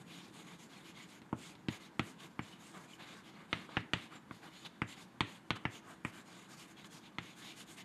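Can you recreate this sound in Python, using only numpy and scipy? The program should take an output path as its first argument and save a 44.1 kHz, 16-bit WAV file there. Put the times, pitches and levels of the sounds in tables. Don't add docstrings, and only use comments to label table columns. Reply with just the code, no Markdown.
import sys
import numpy as np
from scipy import signal
from scipy.fft import rfft, irfft, next_fast_len
from scipy.io import wavfile
from scipy.ndimage import uniform_filter1d

SR = 44100
rng = np.random.default_rng(int(sys.argv[2]) if len(sys.argv) > 2 else 0)


def transcribe(signal):
    frames = np.atleast_2d(signal).T
    limited = np.clip(frames, -1, 1)
    pcm = np.round(limited * 32767).astype(np.int16)
    wavfile.write(sys.argv[1], SR, pcm)


def volts_from_decibels(level):
    exponent = np.asarray(level, float) / 20
    return 10 ** exponent


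N = 346076

# time in seconds, upper over deep boom in dB,
# echo delay off the hand in ms, echo delay off the ledge in ms.
HAND_PLACE = [(1.3, 8, .93, 6.3), (1.69, 8, 1.29, 7.5), (1.99, 6.5, .9, 6.25), (2.4, 7, .93, 6.0),
              (3.5, .4, .65, 6.05), (3.95, -4, .66, 6.45), (4.3, 5, .86, 6.3), (4.8, 3, .9, 6.65),
              (5.66, 0.4, .9, 6.7), (6.05, 5, .86, 6.8), (7.2, 3, .95, 6.25)]


def level(x, db):
    return x * volts_from_decibels(db) / np.sqrt(np.mean(x ** 2))


def coloured(x, points):
    hz, db = np.transpose(points)
    size = next_fast_len(len(x))
    bins = np.fft.rfftfreq(size, 1 / SR) + 1
    gain = volts_from_decibels(np.interp(np.log(bins), np.log(hz), db))
    return irfft(rfft(x, size) * gain, size)[:len(x)]


def resonant(x, peaks):
    size = next_fast_len(len(x))
    bins = np.fft.rfftfreq(size, 1 / SR) + 1
    gain = sum(volts_from_decibels(db) / (1 + ((bins - hz ** 2 / bins) / width) ** 2) for hz, width, db in peaks)
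    return irfft(rfft(x, size) * gain, size)[:len(x)]


def decay(t, t60):
    return np.exp(-np.log(1000) * t / t60)


def along(table, s):
    times, *columns = np.transpose(table)
    return [np.interp(s, times, column) for column in columns]


def ventilation():
    # frequency in Hz, spectrum level in dB.
    air = [(18, -48), (30, -16), (80, -9), (137, -7), (186, 0.5), (247, -4.5), (274, -1), (345, -6),
           (592, -12.5), (965, -8.5), (1250, -12.5), (1490, -13), (1610, -12.5), (3150, -29), (14000, -39)]
    # frequency in Hz, width in Hz, level in dB.
    hum_peaks = [(131, 24, -6), (182.6, 16, -0.5), (218, 39, -3), (328.8, 18, 0.5)]
    hum = level(resonant(rng.standard_normal(N), hum_peaks), -64.5)
    return level(coloured(rng.standard_normal(N), air), -62) + hum


def flutter(rate, depth_db):
    size = int(SR / rate)
    steps = np.repeat(rng.standard_normal(N // size + 1), size)[:N]
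    return volts_from_decibels(depth_db * uniform_filter1d(steps, size))


def grit(scatter_db):
    size = np.minimum(rng.exponential(size=N), 7.5)
    return rng.standard_normal(N) * volts_from_decibels(scatter_db * size)


def patchy(peaks, rate, depth_db):
    return level(sum(resonant(grit(2.79), [peak]) * flutter(rate, depth_db) for peak in peaks), 0)


def arches():
    # middle in seconds, length in seconds, dust hiss in
    # dB, scrape over hiss in dB, rub over hiss in dB.
    stroke_rows = [(0.01, 0.033, -69, 4, 6), (0.15, 0.13, -64, 6, 0.5), (0.254, 0.087, -68, 3.5, 0),
                   (0.383, 0.093, -63.5, 5.5, 1), (0.503, 0.107, -66.5, 4.5, 4),
                   (0.628, 0.072, -65.5, 0.5, -11), (0.76, 0.12, -66.5, 4, 1.5),
                   (0.876, 0.074, -64, 3, -0.5), (1.006, 0.091, -66, 8, 2), (1.135, 0.097, -66.5, 2, -1),
                   (1.455, 0.13, -61, 3, -3), (1.739, 0.069, -60, 3.5, 2), (1.839, 0.07, -65.5, 6.5, 0),
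                   (2.078, 0.089, -64.5, 2, 1.5), (2.234, 0.074, -63, 3.5, 4),
                   (2.491, 0.12, -67, 6, 4), (2.67, 0.14, -66, 3.5, -1.5), (2.765, 0.048, -64.5, 5, 8),
                      (2.83, 0.065, -65.5, -1, 4), (2.925, 0.075, -66, 2, -5),
                      (3.023, 0.061, -68.5, 9.5, 10), (3.102, 0.082, -68.5, 10, 9.5),
                      (3.17, 0.085, -71.5, 5, 9.5), (3.275, 0.065, -69, 8, 2), (3.39, 0.11, -76, 10, 13),
                      (3.587, 0.14, -70, 11.5, 9.5), (3.76, 0.11, -73, 15.5, 15.5),
                      (4.016, 0.11, -69, 10.5, 4.5), (4.146, 0.062, -69, 10, 13),
                      (4.357, 0.085, -71.5, 6, -8), (4.456, 0.062, -70, 9, 13.5),
                      (4.594, 0.16, -69, 7.5, -1), (4.661, 0.024, -64, 11.5, 10),
                      (4.912, 0.06, -64, 9.5, 1), (5.005, 0.073, -66.5, 7.5, 5),
                   (5.312, 0.117, -67, 7.5, 4), (5.566, 0.019, -64.5, 13.5, 13),
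                    (5.753, 0.073, -61, 1.5, 1), (5.896, 0.087, -67, 0.5, 10.5), (6.079, 0.055, -66, 0, 3),
                    (6.175, 0.081, -63.5, 4, 3.5), (6.298, 0.077, -68.5, 4, 3), (6.382, 0.15, -67, 5, 2),
                    (6.523, 0.065, -63.5, 1, 2), (6.616, 0.075, -62, 2, -4.5), (6.702, 0.052, -65, 1.5, -4),
                    (6.8, 0.056, -67, 7, 2), (6.857, 0.03, -63.5, 2.5, 1), (6.955, 0.075, -61.5, -1.5, -3),
                    (7.055, 0.066, -72.5, 9, 3), (7.275, 0.11, -66.5, 6, 3), (7.401, 0.07, -63, 1.5, -1),
                    (7.482, 0.1, -62.5, 5.5, 0), (7.599, 0.069, -60.5, 0.5, -1.5),
                    (7.713, 0.076, -61, -0.5, -4.5), (7.796, 0.051, -60.5, 4.5, -2.5)]
    edge_db, squareness, lifted_db = 5, 3.3, -81
    t = np.arange(0, N + 64, 64) / SR
    letters = np.array(stroke_rows)
    mid, length, hiss_db, scrape_db, rub_db = letters.T[:, :, None]
    place = np.abs(2 * (t - mid) / length)
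    power_law = np.where(t > mid, squareness / 0.98, squareness)
    arch = volts_from_decibels(hiss_db - edge_db * place ** power_law) ** 2
    tilt_db = 0.11 * (rub_db - scrape_db + 4)
    low_db = scrape_db + tilt_db - 3.5
    high_db = scrape_db - tilt_db - 3
    power = [volts_from_decibels(lifted_db) ** 2 + np.sum(arch * volts_from_decibels(db) ** 2, axis=0)
             for db in (0, low_db, high_db, rub_db)]
    return [np.interp(np.arange(N) / SR, t, np.sqrt(p)) for p in power]


def strokes():
    # frequency in Hz, width in Hz, level in dB.
    dust_peaks = [(4840, 2900, -5), (6480, 1040, -4), (6980, 800, -7), (8140, 2700, -6), (9600, 1300, -13),
                  (11000, 2100, -11), (12000, 1100, -15.5), (13400, 1100, -20)]
    # frequency in Hz, width in Hz, level in dB.
    scrape_peaks = [(2116, 400, -0.5), (2530, 1120, -3), (3000, 1130, 0.5), (3620, 900, 2.5),
                    (4000, 910, -8), (4670, 640, -8.5)]
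    # frequency in Hz, width in Hz, level in dB.
    rub_peaks = [(470, 340, -14), (772, 430, -7), (1140, 400, -5), (1577, 500, -6)]
    # frequency in Hz, width in Hz, level in dB.
    rumble_peaks = [(125, 36, -14), (169, 50, 6), (254, 187, -3), (310, 58, -4.5), (446, 36, -10)]
    # frequency in Hz, width in Hz, level in dB.
    flecks = [(2160, 67, -3.5), (2400, 86, 4), (2990, 180, 3), (3313, 140, 1.5), (3660, 76, -1.5),
              (4230, 140, -1.5)]
    # frequency in Hz, width in Hz, level in dB.
    fine_flecks = [(6560, 190, -1.5), (6830, 170, 7), (7310, 230, 4)]
    # time in seconds, rumble in dB.
    leaning = [(0, -59.5), (1.3, -65.5), (2.2, -67), (3.5, -71.5), (5, -70.5), (6.2, -71), (7.85, -65)]
    hiss, low, high, rub = arches()
    lean = np.hypot(volts_from_decibels(along(leaning, np.arange(N) / SR)[0]), rub * volts_from_decibels(-1.5))
    dust = patchy(dust_peaks, 14, 3.0) + volts_from_decibels(-8) * patchy(fine_flecks, 20, 7)
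    body = low * patchy(scrape_peaks[:2], 22, 3.0)
    body = body + high * patchy(scrape_peaks[2:], 22, 3.5)
    body = body + rub * patchy(rub_peaks, 25, 2.2)
    body = body + high * volts_from_decibels(-5) * patchy(flecks, 40, 8)
    rumble = level(resonant(rng.standard_normal(N), rumble_peaks), 0)
    chatter = flutter(90, 1.1)
    t = np.arange(SR // 2) / SR
    walls = rng.standard_normal(len(t)) * decay(t, 0.82)
    walls = walls * volts_from_decibels(-12.5) / np.sqrt(np.sum(walls ** 2))
    wet = signal.fftconvolve(body, walls)[:N]
    return (hiss * dust + body) * chatter + wet + lean * rumble


def ring(t, hz, t60):
    return (t > 0) * np.sin(2 * np.pi * hz * t) * decay(np.maximum(t, 0), t60)


def boom(t, modes):
    return sum(sign * volts_from_decibels(db) * ring(t - (lag_ms + 0.28) / 1000, hz, t60)
               for hz, db, t60, lag_ms, sign in modes)


def echoes(s, contact_ms, chance):
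    bounce_db = -3 - 104 * max(contact_ms - 0.13, 0)
    hand_db, ledge_db = np.array([-3, -9]) + 1.2 * chance
    _, hand_ms, ledge_ms = along(HAND_PLACE, s)
    return (0.371, bounce_db), (hand_ms, hand_db), (ledge_ms, ledge_db)


def room(t, path):
    # frequency in Hz, level in dB, 60 dB decay time in seconds.
    near_tail = [(234, -25, 0.54), (870, -22, 0.049), (1620, -33.5, 0.15), (2260, -19, 0.037),
                 (3380, -31, 0.023), (4300, -19, 0.034), (7340, -32, 0.17)]
    # frequency in Hz, level in dB, 60 dB decay time in seconds.
    far_tail = [(1000, -46.5, 0.6), (1900, -38, 0.39), (3220, -35, 0.3)]
    bounce, (hand_ms, hand_db), (ledge_ms, ledge_db) = path
    second_returns = [(2 * hand_ms, 2 * hand_db - 6), (2 * ledge_ms, 2 * ledge_db - 5)]
    response = 1. * (t == 0)
    for ms, db in [bounce, (hand_ms, hand_db), (ledge_ms, ledge_db)] + second_returns:
        response += volts_from_decibels(db) * np.sinc(t * SR - ms * SR / 1000)
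    build_up = 1 - np.exp(-t / 0.00022)
    for hz, db, t60 in near_tail + far_tail:
        band = resonant(rng.standard_normal(len(t)), [(hz, 0.84 * hz, 0)])
        response += volts_from_decibels(db) * band * decay(t, t60) * build_up
    return response


def taps():
    # start in seconds, peak in dB, board boom in dB, sparkle in dB, contact in ms.
    landings = [(1.218, -49, -69, -65, 0.18), (1.3284, -30.5, -41.5, -59, 0.62),
                (1.5526, -46.5, -64, -65, 0.17), (1.6849, -27.5, -39.5, -56, 0.2),
                (1.9945, -21.5, -38, -43.5, 0.26), (2.3921, -31, -44, -53.5, 0.33),
                (3.5292, -20.5, -42, -49, 0.26), (3.691, -42.5, -66, -73, 0.67),
                (3.769, -21.5, -37, -69, 0.3), (3.9346, -18, -37.5, -40.5, 0.24),
                (4.31, -38, -52.5, -59, 0.43), (4.8183, -24.5, -38.5, -55, 0.32),
                (5.2068, -18.5, -36, -43, 0.24), (5.5055, -20.5, -38.5, -43.5, 0.24),
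                (5.653, -23, -38.5, -56, 0.31), (6.0496, -27.5, -43.5, -41.5, 0.33),
                (6.845, -45, -79, -75, 0.19), (7.1846, -27.5, -46.5, -53, 0.24)]
    # frequency in Hz, level in dB, 60 dB decay time in seconds.
    stick_modes = [(1000, -4, .008), (1450, 1, .008), (2140, -1.5, .007), (2950, -2, .005),
                   (3600, -2.5, .004), (4300, -7, .004)]
    # frequency in Hz, level in dB, 60 dB decay in seconds, lag in ms, sign.
    deep_modes = [(99, 2, 0.15, 3.8, -0.65), (119.4, 7, 0.1, 1.4, -0.87), (177, -1.5, 0.15, 0.36, 0.81)]
    # frequency in Hz, level in dB, 60 dB decay in seconds, lag in ms, sign.
    upper_modes = [(228.6, 1, 0.073, 0.6, 0.57), (300.3, -1, 0.046, 0.86, 0.97),
                   (402, -21, 0.17, 0.24, 0.27)]
    t = np.arange(int(.3 * SR)) / SR
    out = np.zeros(N + len(t))
    deep, upper = boom(t, deep_modes), boom(t, upper_modes)
    for s, peak_db, deep_db, sparkle_db, contact_ms in landings:
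        path = echoes(s, contact_ms, rng.standard_normal(2))
        upper_db = deep_db + along(HAND_PLACE, s)[0]
        contact = max(contact_ms, .08) / 1000
        push = np.exp(-((t - .0005) / (.3 * contact)) ** 2)
        grip = rng.standard_normal((len(stick_modes), 2))
        stick = sum(volts_from_decibels(db + 2.5 * louder) * ring(t, hz * (1 + .04 * higher), t60)
                    for (hz, db, t60), (louder, higher) in zip(stick_modes, grip))
        struck_stick = np.convolve(stick, push[:64] ** 2 / np.sum(push ** 2))[:len(t)]
        recoil = .95 * np.exp(-((t - .0005 - .85 * contact) / (.33 * contact)) ** 2)
        click = recoil - push - volts_from_decibels(-10.5) * struck_stick
        crumbs = rng.standard_normal(len(t)) * np.exp(-t / 0.00033) * (t > 0)
        sparkle = np.roll(resonant(crumbs, [(8450, 3200, 0)]), shift=SR // 2800)
        sharp = volts_from_decibels(peak_db + 1.0) * click + volts_from_decibels(sparkle_db + 9.0) * sparkle
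        at = int((s - .0003) * SR)
        out[at:at + len(t)] += signal.fftconvolve(sharp, room(t, path))[:len(t)]
        out[at:at + len(t)] += volts_from_decibels(deep_db + 1.5) * deep + volts_from_decibels(upper_db + 3.5) * upper
    return out[:N]


def scene():
    return (ventilation() + strokes() + taps())[None]


def low_pass(x):
    return signal.sosfilt(signal.butter(12, 14870, fs=SR, output="sos"), x)


def record(dry):
    # frequency in Hz, gain in dB.
    mic_top = [(14250, 0), (14500, -30), (22050, -60)]
    low_cut = signal.butter(2, 75, "high", fs=SR, output="sos")
    heard = signal.sosfilt(low_cut, coloured(dry[0], mic_top))
    self_noise = coloured(rng.standard_normal(N), [(10, -3), (70, 22), (200, -45)])
    heard = heard + level(self_noise, -89)
    top_hz, top_keep_db = 13650, -92
    top = coloured(heard, [(top_hz - 40, -120), (top_hz, 0)])
    weak = uniform_filter1d(top ** 2, size=1024) < volts_from_decibels(top_keep_db) ** 2
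    mix = heard - top * uniform_filter1d(1. * weak, size=512)
    return low_pass(mix[None])


dry = scene()
out = record(dry)
transcribe(out)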